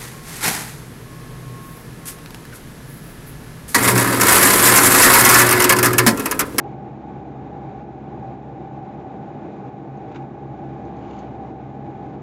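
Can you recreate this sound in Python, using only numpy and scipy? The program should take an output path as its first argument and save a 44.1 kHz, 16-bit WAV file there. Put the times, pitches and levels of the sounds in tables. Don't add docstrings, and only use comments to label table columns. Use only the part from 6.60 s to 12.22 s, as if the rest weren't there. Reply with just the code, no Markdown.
import sys
import numpy as np
from scipy import signal
from scipy.fft import rfft, irfft, next_fast_len
from scipy.io import wavfile
from scipy.ndimage import uniform_filter1d, minimum_filter1d

SR = 44100
rng = np.random.default_rng(int(sys.argv[2]) if len(sys.argv) > 2 else 0)


def persist_wave(psi):
    counts = np.round(np.clip(psi, -1, 1) * 32767).astype(np.int16)
    wavfile.write(sys.argv[1], SR, np.atleast_2d(counts).T)


N = 247842


# f/Hz, level/dB (per Hz)
RUSH_SPECTRUM = [(20, -91.5), (37, -89), (50, -77), (100, -67), (150, -61.5), (280, -63), (410, -65),
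                 (520, -73), (720, -70), (950, -77), (1100, -79.5), (1350, -87.5), (1900, -102),
                 (3000, -125)]
# f/Hz, width/Hz, boost/dB
CABIN_RESONANCES = [(129.7, 21, 9), (331.7, 47, 5.5), (481.4, 35, 5), (590, 65, 4.5), (767, 47, 7),
                    (816.6, 94, 11.5)]
# f/Hz, level/dB (per Hz)
HISS_SPECTRUM = [(500, -110), (1400, -89), (1900, -90), (2480, -90.5), (2660, -96.5), (2900, -97),
                 (3050, -100.3), (3930, -100.7), (4170, -108), (4420, -106.5), (4700, -109.5),
                 (5800, -111.7), (6800, -110.5), (7500, -115)]

def airflow(rush_flutter_db=0.68, hiss_flutter_db=0.62):
    rush = noise(RUSH_SPECTRUM, CABIN_RESONANCES) * gain_of(rush_flutter_db * wander(43))
    hiss = noise(HISS_SPECTRUM) * gain_of(hiss_flutter_db * wander(25))
    return rush + hiss


# multiple of shaft speed, first engine level/dB, second engine level/dB
DRONE_TONES = [(1, -56, -53), (2, -49, -45.5)]
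# multiple of shaft speed, level/dB
HUM_TONES = [(3, -46), (4, -48), (5, -55), (6, -52.5), (10, -55), (11, -56.5), (12, -53), (13, -58.5)]
# multiple of shaft speed, level/dB
WHINE_TONES = [(16, -64.5), (17, -68.5), (18, -68.5), (21, -70), (22, -65.5), (23, -75), (24, -71),
               (25, -68.5), (28, -85.5), (29, -81), (31, -81.5)]

def engines(shaft_hz=68.32, drift_hz=.015, whine_db=-0.2):
    turns = np.cumsum(shaft_hz + drift_hz * wander(0.51)) / SR
    drone = sum(throb(multiple, first_db, second_db) * shaft_tone(multiple, turns, waver=0.037)
                for multiple, first_db, second_db in DRONE_TONES)
    hum = sum(gain_of(db) * shaft_tone(multiple, turns, waver=0.15) for multiple, db in HUM_TONES)
    whine = sum(gain_of(db) * shaft_tone(multiple, turns, waver=0.29) for multiple, db in WHINE_TONES)
    return (drone + hum + gain_of(whine_db) * whine).real


def shaft_tone(multiple, turns, waver):
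    times = np.linspace(0, N / SR, 30)
    real, imaginary = rng.standard_normal((2, len(times)))
    shake = np.interp(seconds(), times, 1 + waver * (real + 1j * imaginary)) / np.sqrt(1 + waver ** 2)
    return np.sqrt(2) * shake * np.exp(2j * np.pi * (multiple * turns + rng.random()))


def throb(multiple, first_db, second_db, faster_by_hz=0.293, weakest_at_s=2.91):
    lead_turns = faster_by_hz * (seconds() - weakest_at_s)
    return gain_of(first_db) - gain_of(second_db) * np.exp(2j * np.pi * multiple * lead_turns)


# t/s, level/dB
SCUFF_TOUCHES = [(3.513, -3), (3.544, 1.5), (3.556, 4)]
# f/Hz, level/dB (per Hz)
SCUFF_SPECTRUM = [(300, -80), (1000, -82), (1500, -75), (1900, -85), (2300, -80), (3300, -91), (3800, -86),
                  (4300, -95.5), (5500, -99), (6600, -99.5), (7500, -104)]

def scuff():
    return touches(SCUFF_TOUCHES, SCUFF_SPECTRUM, rise_s=0.0039, fade_s=0.081)


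# t/s, level/dB
CLICK_TOUCHES = [(3.371, -9), (4.251, -4.5), (4.363, -8), (4.589, 5)]
# f/Hz, level/dB (per Hz)
CLICK_SPECTRUM = [(800, -100), (2300, -94), (3900, -100), (4450, -90), (4900, -102), (5800, -100),
                  (6350, -88.5), (6800, -100), (7500, -100)]

def clicks():
    return touches(CLICK_TOUCHES, CLICK_SPECTRUM, rise_s=.0015, fade_s=.085)


# f/Hz, level/dB (per Hz)
RUSTLE_SPECTRUM = [(300, -81), (1100, -77.5), (1800, -96), (2250, -86), (2600, -92), (2900, -88),
                   (3200, -92.5), (3700, -97), (4500, -101), (5600, -108), (6050, -104), (6900, -102),
                   (7500, -112)]

def rustle(start_s=4.25, swell_s=.24, hold_s=0.093, stop_s=.14, level_db=-0.5, grain_db=1.8):
    age = seconds() - start_s
    swell = np.clip(age / swell_s, 0, 1) ** 1.9
    stop = np.clip(1 - (age - swell_s - hold_s) / stop_s, 0, 1)
    catches = gain_of(level_db + grain_db * wander(120))
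    return swell * stop * catches * noise(RUSTLE_SPECTRUM)


# t/s, full depth/dB
LEVEL_DIPS = [(.12, 3), (.3, 2.5), (.61, 3), (1.21, 4), (1.739, 3.5), (2.07, 2), (3.085, 4.5), (3.64, 4.2),
              (4.9, 3.5), (5.1, 2), (5.55, 3)]

def dips(sink_s=0.028, recover_s=0.37, between_dips_db=1.08):
    db = np.full(N, between_dips_db)
    for start_s, depth_db in LEVEL_DIPS:
        db -= depth_db * np.interp(seconds() - start_s, [0, sink_s, sink_s + recover_s], [0, 1, 0])
    return gain_of(db)


def touches(rows, spectrum, rise_s, fade_s):
    loudness = np.zeros(N)
    for start_s, db in rows:
        age = np.maximum(seconds() - start_s, 0)
        rise = np.minimum(age / rise_s, 1)
        fade = np.exp(-np.log(1000) * np.maximum(age - rise_s, 0) / fade_s)
        loudness += gain_of(db) * rise * fade
    return loudness * noise(spectrum)


def noise(spectrum, resonances=()):
    size = next_fast_len(N)
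    hz = np.fft.rfftfreq(size, 1 / SR)
    points_hz, points_db = np.transpose(spectrum)
    db = np.interp(np.log(hz + 1), np.log(points_hz + 1), points_db)
    for centre, width, boost_db in resonances:
        db += boost_db * .5 ** ((2 * (hz - centre) / width) ** 2)
    white = rfft(rng.standard_normal(size))
    return irfft(white * gain_of(db), size)[:N] * np.sqrt(SR / 2)


def wander(rate_hz):
    size = next_fast_len(N)
    hz = np.fft.rfftfreq(size, 1 / SR)
    keep_slow = np.exp(-(hz / rate_hz) ** 2) * (hz > 0)
    wobble = irfft(rfft(rng.standard_normal(size)) * keep_slow, size)[:N]
    return wobble / (wobble.std() + 1e-12)


def gain_of(db):
    return 10 ** (np.asarray(db) / 20)


def seconds():
    return np.arange(N) / SR


def scene(air_dip_share=0.83, engine_dip_share=0.36):
    volume = dips()
    handling = scuff() + clicks()
    cabin = volume ** air_dip_share * airflow() + volume ** engine_dip_share * engines()
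    return (cabin + handling + rustle())[None]


def record(dry, ceiling=0.066, cutoff_hz=7620):
    allowed = np.minimum(ceiling / (abs(dry[0]) + 1e-9), 1)
    gain = uniform_filter1d(minimum_filter1d(allowed, size=221), size=221)
    lowpass = signal.firwin(401, cutoff_hz, window=("kaiser", 9), fs=SR)
    return signal.oaconvolve(dry * gain, lowpass[None], "same")


dry = scene()
out = record(dry)
persist_wave(out)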